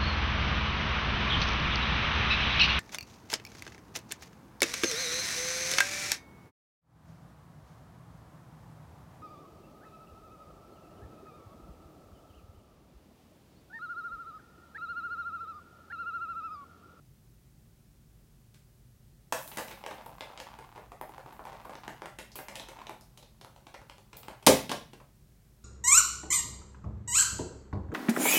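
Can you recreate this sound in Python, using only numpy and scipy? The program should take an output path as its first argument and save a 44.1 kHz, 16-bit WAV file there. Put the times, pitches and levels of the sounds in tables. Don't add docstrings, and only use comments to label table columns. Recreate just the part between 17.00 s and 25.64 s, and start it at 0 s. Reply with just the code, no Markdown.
import sys
import numpy as np
from scipy import signal
from scipy.fft import rfft, irfft
from scipy.io import wavfile

SR = 44100
rng = np.random.default_rng(int(sys.argv[2]) if len(sys.argv) > 2 else 0)


def dump_mix(stems):
    frames = np.atleast_2d(stems).T
    limited = np.clip(frames, -1, 1)
    pcm = np.round(limited * 32767).astype(np.int16)
    wavfile.write(sys.argv[1], SR, pcm)


N = 381024
TIME = np.arange(N) / SR
HIT_TIME = TIME[:SR // 2]

# start in seconds, canvas blow, wet smack and spray in dB,
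# share of the energy that spatters (0-1).
BLOBS = [(2.3243, -29.5, -28.5, -32.5, 0.58), (2.4766, -52.5, -52, -44.5, 0.4),
         (2.5153, -46.5, -46.5, -68, .9), (2.5715, -36, -37, -39, 0.9), (2.584, -32.5, -36, -44, 0.87),
         (2.6822, -47, -46.5, -54, .65), (2.712, -44.5, -44.5, -55, 1), (2.8392, -40.5, -46.5, -70, 0.16),
         (2.8633, -36, -39, -49, .2), (2.9102, -38, -43, -56, .65), (2.9812, -44.5, -53, -69, 0.9),
         (3.0612, -41.5, -56.5, -53.5, 0.5), (3.2082, -39.5, -39, -53, 0.3), (3.3017, -46, -68, -78, 0.35),
         (3.3759, -47, -45.5, -67, 0.56), (3.401, -42, -42.5, -50, 0.33), (3.5882, -43.5, -52.5, -59, 0.55),
         (3.76, -44, -56.5, -73, 0.65), (3.7778, -42, -63, -67, 0.4), (3.9189, -41.5, -56.5, -61.5, 0.33),
         (4.0128, -34.5, -53, -50, 0.17), (4.0937, -44.5, -63, -62, 0.35), (4.1809, -40.5, -57, -63, 0.2),
         (4.261, -45.5, -64, -70, 0.1), (4.3272, -47.5, -65, -59.5, .8), (4.3935, -41.5, -73, -69, 0.36),
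         (4.453, -39.5, -52.5, -59, .25), (4.469, -44.5, -55, -63, 0.65), (4.5286, -44, -53.5, -64, 0.67),
         (4.653, -41, -61, -59, 0.7), (4.695, -41, -54, -60.5, .8), (4.754, -43, -47.5, -64, .12),
         (4.8794, -35, -42.5, -52, .15), (5.02, -38, -60, -63, 0.3), (5.0578, -40, -47, -53, 0.4),
         (5.187, -41.5, -41, -46.5, 0.83), (5.3179, -60, -53, -69, 0.8), (5.3559, -44, -46.5, -39.5, 0.8),
         (5.389, -38.5, -45, -53, 0.45), (5.4842, -42, -43.5, -49, 0.92), (5.5555, -42.5, -40, -43.5, .65),
         (5.5974, -46, -41.5, -50, 0.45), (5.686, -44.5, -47.5, -53, 0.83), (5.79, -48.5, -53.5, -70, 0.2),
         (5.8688, -46, -45, -58, 0.27), (5.895, -36.5, -49, -53.5, 0.14), (6.01, -60, -58.5, -58, .55),
         (6.1749, -54.5, -53, -55.5, 0.74), (6.226, -54, -56, -66, 0.94), (6.4125, -51, -52, -59.5, 0.55),
         (6.4473, -45.5, -59, -59.5, .1), (6.562, -53, -60.5, -69, 0.3), (6.668, -48.5, -53, -62, 0.7),
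         (6.742, -43, -47.5, -59, 0.8), (6.8166, -51, -67, -75, 0.1), (6.8976, -47, -49, -58, 0.24),
         (6.982, -53.5, -59, -65, 0.45), (7.1309, -47.5, -49.5, -61, .55), (7.168, -51.5, -54.5, -44, 0.93),
         (7.232, -48.5, -51.5, -64, 0.36), (7.2829, -38.5, -44.5, -52.5, 0.28),
         (7.4263, -50.5, -54.5, -58.5, .7)]


def paint(wander=1.2):
    # centre in Hz, width in Hz, contact time in seconds.
    canvas_voices = [(372, 370, .0005), (876, 170, 0.00062)]
    out, spot = np.zeros(N), reflections()
    for start, canvas_db, smack_db, spray_db, spatter in BLOBS:
        splash_energy = undb(smack_db) ** 2 + undb(spray_db) ** 2
        wetness = splash_energy / (splash_energy + undb(canvas_db) ** 2)
        thud_share = blend(0.29, 0.6, wetness)
        thud_db = canvas_db + 10 * np.log10(thud_share)
        pop_db = canvas_db + 10 * np.log10(1 - thud_share)
        weight_db = canvas_db + 43.5
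        smack_hz = blend(1930, 2800, wetness) * 2 ** (-0.06 * weight_db)
        spray_hz = blend(10500, 8200, wetness) * 2 ** (0.08 * (spray_db - smack_db))
        voices = [*canvas_voices, (smack_hz, 1700, 0.0012), (spray_hz, 6000, 0.0012)]
        space = room(spot + wander * reflections(), wet_db=0)
        splat = landing(voices, [thud_db, pop_db, smack_db, spray_db], spatter, space,
                        scatter_t60=0.073, scatter_per_s=2000, spread_db=3.5)
        add(out, start, splat)
    return out


def can(wall_db=-7.5, boom_db=3.5):
    # start in seconds, thud, canvas pop, clack and tick in dB, share of energy that rattles.
    landings = [(7.4654, -36, -31, -20.5, -16, 0.82), (7.4700, -15, -13, -18.5, -20, 0.3),
                (7.4767, -19.5, -23, -21.5, -31, .4), (7.6940, -34.5, -38.5, -35.5, -45, 0.76),
                (7.7157, -32, -30.5, -33, -40, 0.85), (7.9332, -47, -55, -53.5, -60, 0.5),
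                (8.001, -56.5, -52, -67, -72, 0.88)]
    # centre in Hz, width in Hz, contact time in seconds.
    voices = [(282, 260, 0.0017), (876, 290, 0.0015), (2660, 2800, 0.00091), (6560, 9700, 0.0027)]
    # frequency in Hz, relative level in dB, seconds to fall 60 dB.
    wall_modes = [(1095, -5.5, 0.35), (1613, 0.5, 0.27), (2490, -10, 0.25), (2720, -6.5, .27),
                  (3040, -7, .24), (3112, -8, .24), (3660, -3, 0.14), (3920, -4, 0.19), (4530, -3.5, 0.16),
                  (5100, -6.5, 0.099), (5100, -8, 0.18), (5800, -8.5, 0.38), (7060, -11.5, 0.23),
                  (8350, -13.5, 0.18), (8600, -10, .17), (9200, -11, .17), (9500, -10.5, .15)]
    # frequency in Hz, relative level in dB, seconds to fall 60 dB.
    boom_modes = [(50, -22.5, .3), (80, -17.5, 0.3), (118.5, -15.5, 0.25), (169, -16, 0.21),
                  (242.6, -12, 0.22), (282, -5.5, 0.25), (389.7, -3, 0.23), (426, -4, 0.26),
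                  (520, 2.5, 0.25), (537, -2, .17), (574, -2.5, 0.15), (588.5, 0, 0.19), (630, -8.5, 0.24)]
    out = np.zeros(N)
    for start, thud_db, pop_db, clack_db, tick_db, rattle in landings:
        space = room(reflections(), wet_db=-2.5)
        slap = landing(voices, [thud_db, pop_db, clack_db, tick_db], rattle, space,
                       scatter_t60=0.091, scatter_per_s=4000, spread_db=0.5)
        add(out, start, slap)
        add(out, start, blow(ring(wall_modes, rise_s=0.0033), clack_db + wall_db))
    start, thud_db = landings[1][:2]
    add(out, start + 0.011, blow(ring(boom_modes, rise_s=0.0074), thud_db + boom_db))
    return out


def trickle(patter_db=1, crackle_db=-19):
    # time in seconds, level in dB.
    flow_curve = [(2.4, -80), (2.5, -58.5), (2.82, -55.5), (3.57, -53.5), (3.78, -56.5), (3.99, -74),
                  (4.1, -56.5), (4.9, -52.5), (5.21, -78), (5.41, -63), (5.54, -58.5), (5.81, -53),
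                  (6.02, -77), (6.5, -77), (6.65, -75), (7.18, -78), (7.32, -58), (7.42, -63)]
    # centre in Hz, width in Hz, relative level in dB.
    drop_voices = [(349.2, 820, -10), (897, 240, 0), (1900, 1500, -13.5)]
    flow = undb(np.interp(TIME, *np.transpose(flow_curve), left=-120, right=-120))
    drops = grains(N, per_s=70, spread_db=2)
    patter = flow * sum(level(voice(drops, hz, width), db + patter_db) for hz, width, db in drop_voices)
    mist_db, delay_s, hold_s, fade_db_per_s = -51.5, 0.066, 0.21, 67
    age = TIME - BLOBS[0][0] - delay_s
    mist = (age > 0) * undb(mist_db - fade_db_per_s * np.maximum(age - hold_s, 0))
    droplets = resonate(grains(N, per_s=920, spread_db=6.5), hz=14000, width_hz=8000)
    crackle = level(droplets, 0) * (mist + undb(crackle_db) * flow)
    return signal.fftconvolve(patter + crackle, unit(room(reflections(), wet_db=-0.5)))[:N]


def scuff(start=1.542, db=-58, t60=0.096):
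    out, t = np.zeros(N), HIT_TIME
    clicks = grains(len(t), per_s=2500, spread_db=4.3)
    rub = resonate(clicks, hz=2500, width_hz=5000) * undb(-60 * t / t60)
    add(out, start, blow(signal.fftconvolve(rub, room(reflections(), wet_db=0)), db))
    return out


def ventilation(air_db=-59.5):
    # frequency in Hz, relative level in dB.
    air_spectrum = [(15, -33.5), (25, -14.5), (53, -1.5), (75, -11), (129, -3.5), (193, -13.5), (227, -10),
                    (253, -22), (297, -20.5), (399, -21), (482, -30), (523, -26), (919, -33), (2700, -37),
                    (15500, -38)]
    # centre in Hz, width in Hz, level in dB.
    drones = [(49.94, 7, -69.5), (122, 11, -72)]
    air = level(colour(rng.standard_normal(N), air_spectrum), air_db)
    return air + sum(level(voice(rng.standard_normal(N), hz, width), db) for hz, width, db in drones)


def room(echoes, wet_db, gap_s=0.0047, build_s=0.003):
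    # frequency in Hz, seconds to fall 60 dB.
    decay_times = [(150, 0.47), (500, 0.27), (1200, 0.3652), (4000, 0.3837), (8000, 0.28), (15000, 0.3548)]
    # frequency in Hz, relative level in dB.
    echo_colour = [(100, 3), (260, -0.5), (400, -2), (560, 10.5), (720, 3), (920, -4.5), (1200, -2.5),
                   (1700, 1.5), (3000, -2.5), (8000, 1), (15000, 0.5)]
    t = HIT_TIME
    hz = np.fft.rfftfreq(len(t), 1 / SR)
    centres, decays = np.transpose(decay_times)
    spectrum = rfft(colour(echoes, echo_colour))
    tail = 0
    for weights, t60 in zip(np.eye(len(decays)), decays):
        band = irfft(spectrum * lookup(np.c_[centres, weights], hz), len(t))
        tail = tail + band * undb(-60 * t / t60)
    swell = 1 - np.exp(-np.maximum(t - gap_s, 0) / build_s)
    return (t == 0) + undb(wet_db) * unit(tail * swell)


def reflections():
    return rng.standard_normal(len(HIT_TIME))


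def landing(voices, levels_db, scatter_share, space, scatter_t60, scatter_per_s, spread_db, rough=0.32):
    t, out = HIT_TIME, 0
    share = np.clip(scatter_share, 0.01, 0.97)
    for (hz, width_hz, contact_s), db in zip(voices, levels_db):
        push = ((t == 0) + rough * rng.standard_normal(len(t))) * np.exp(-t / contact_s)
        contacts = grains(len(t), scatter_per_s, spread_db) * undb(-60 * t / scatter_t60)
        impact = np.sqrt(1 - share) * unit(voice(push, hz, width_hz))
        scatter = np.sqrt(share) * unit(voice(contacts, hz, width_hz))
        out = out + blow(signal.fftconvolve(impact + scatter, space)[:len(t)], db)
    return out


def ring(modes, rise_s):
    t = HIT_TIME
    partials = sum(undb(db - 60 * t / t60) * np.sin(2 * np.pi * (hz * t + rng.random()))
                   for hz, db, t60 in modes)
    return partials * (1 - np.exp(-t / rise_s))


def grains(count, per_s, spread_db):
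    present = rng.random(count) < per_s / SR
    sign = rng.choice([-1, 1], count)
    return present * sign * undb(spread_db * np.minimum(rng.exponential(size=count), 4))


def voice(x, hz, width_hz):
    return resonate(resonate(x, hz, width_hz), hz, 1.8 * hz)


def resonate(x, hz, width_hz):
    q = hz / min(width_hz, SR / 3)
    return signal.lfilter(*signal.iirpeak(min(hz, SR / 2.5), q, fs=SR), x)


def colour(x, points):
    hz = np.fft.rfftfreq(len(x), 1 / SR)
    return irfft(rfft(x) * undb(lookup(points, hz)), len(x))


def lookup(points, hz):
    point_hz, values = np.transpose(points)
    return np.interp(np.log(hz + 1e-9), np.log(point_hz), values)


def blend(firm, runny, wetness):
    return firm + (runny - firm) * wetness


def undb(db):
    return 10 ** (np.asarray(db) / 20)


def unit(x):
    return x / np.sqrt(np.sum(x ** 2) + 1e-18)


def level(x, db):
    return unit(x) * np.sqrt(len(x)) * undb(db)


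def blow(x, db):
    return unit(x) * np.sqrt(SR / 100) * undb(db)


def add(out, start, x):
    i = int(start * SR)
    out[i:i + len(x)] += x[:len(out) - i]


def scene():
    return (paint() + trickle() + can() + scuff() + ventilation())[None]


def record(dry):
    return signal.sosfilt(signal.ellip(10, 0.2, 80, 16000, fs=SR, output="sos"), dry)


dry = scene()
out = record(dry)
dump_mix(out)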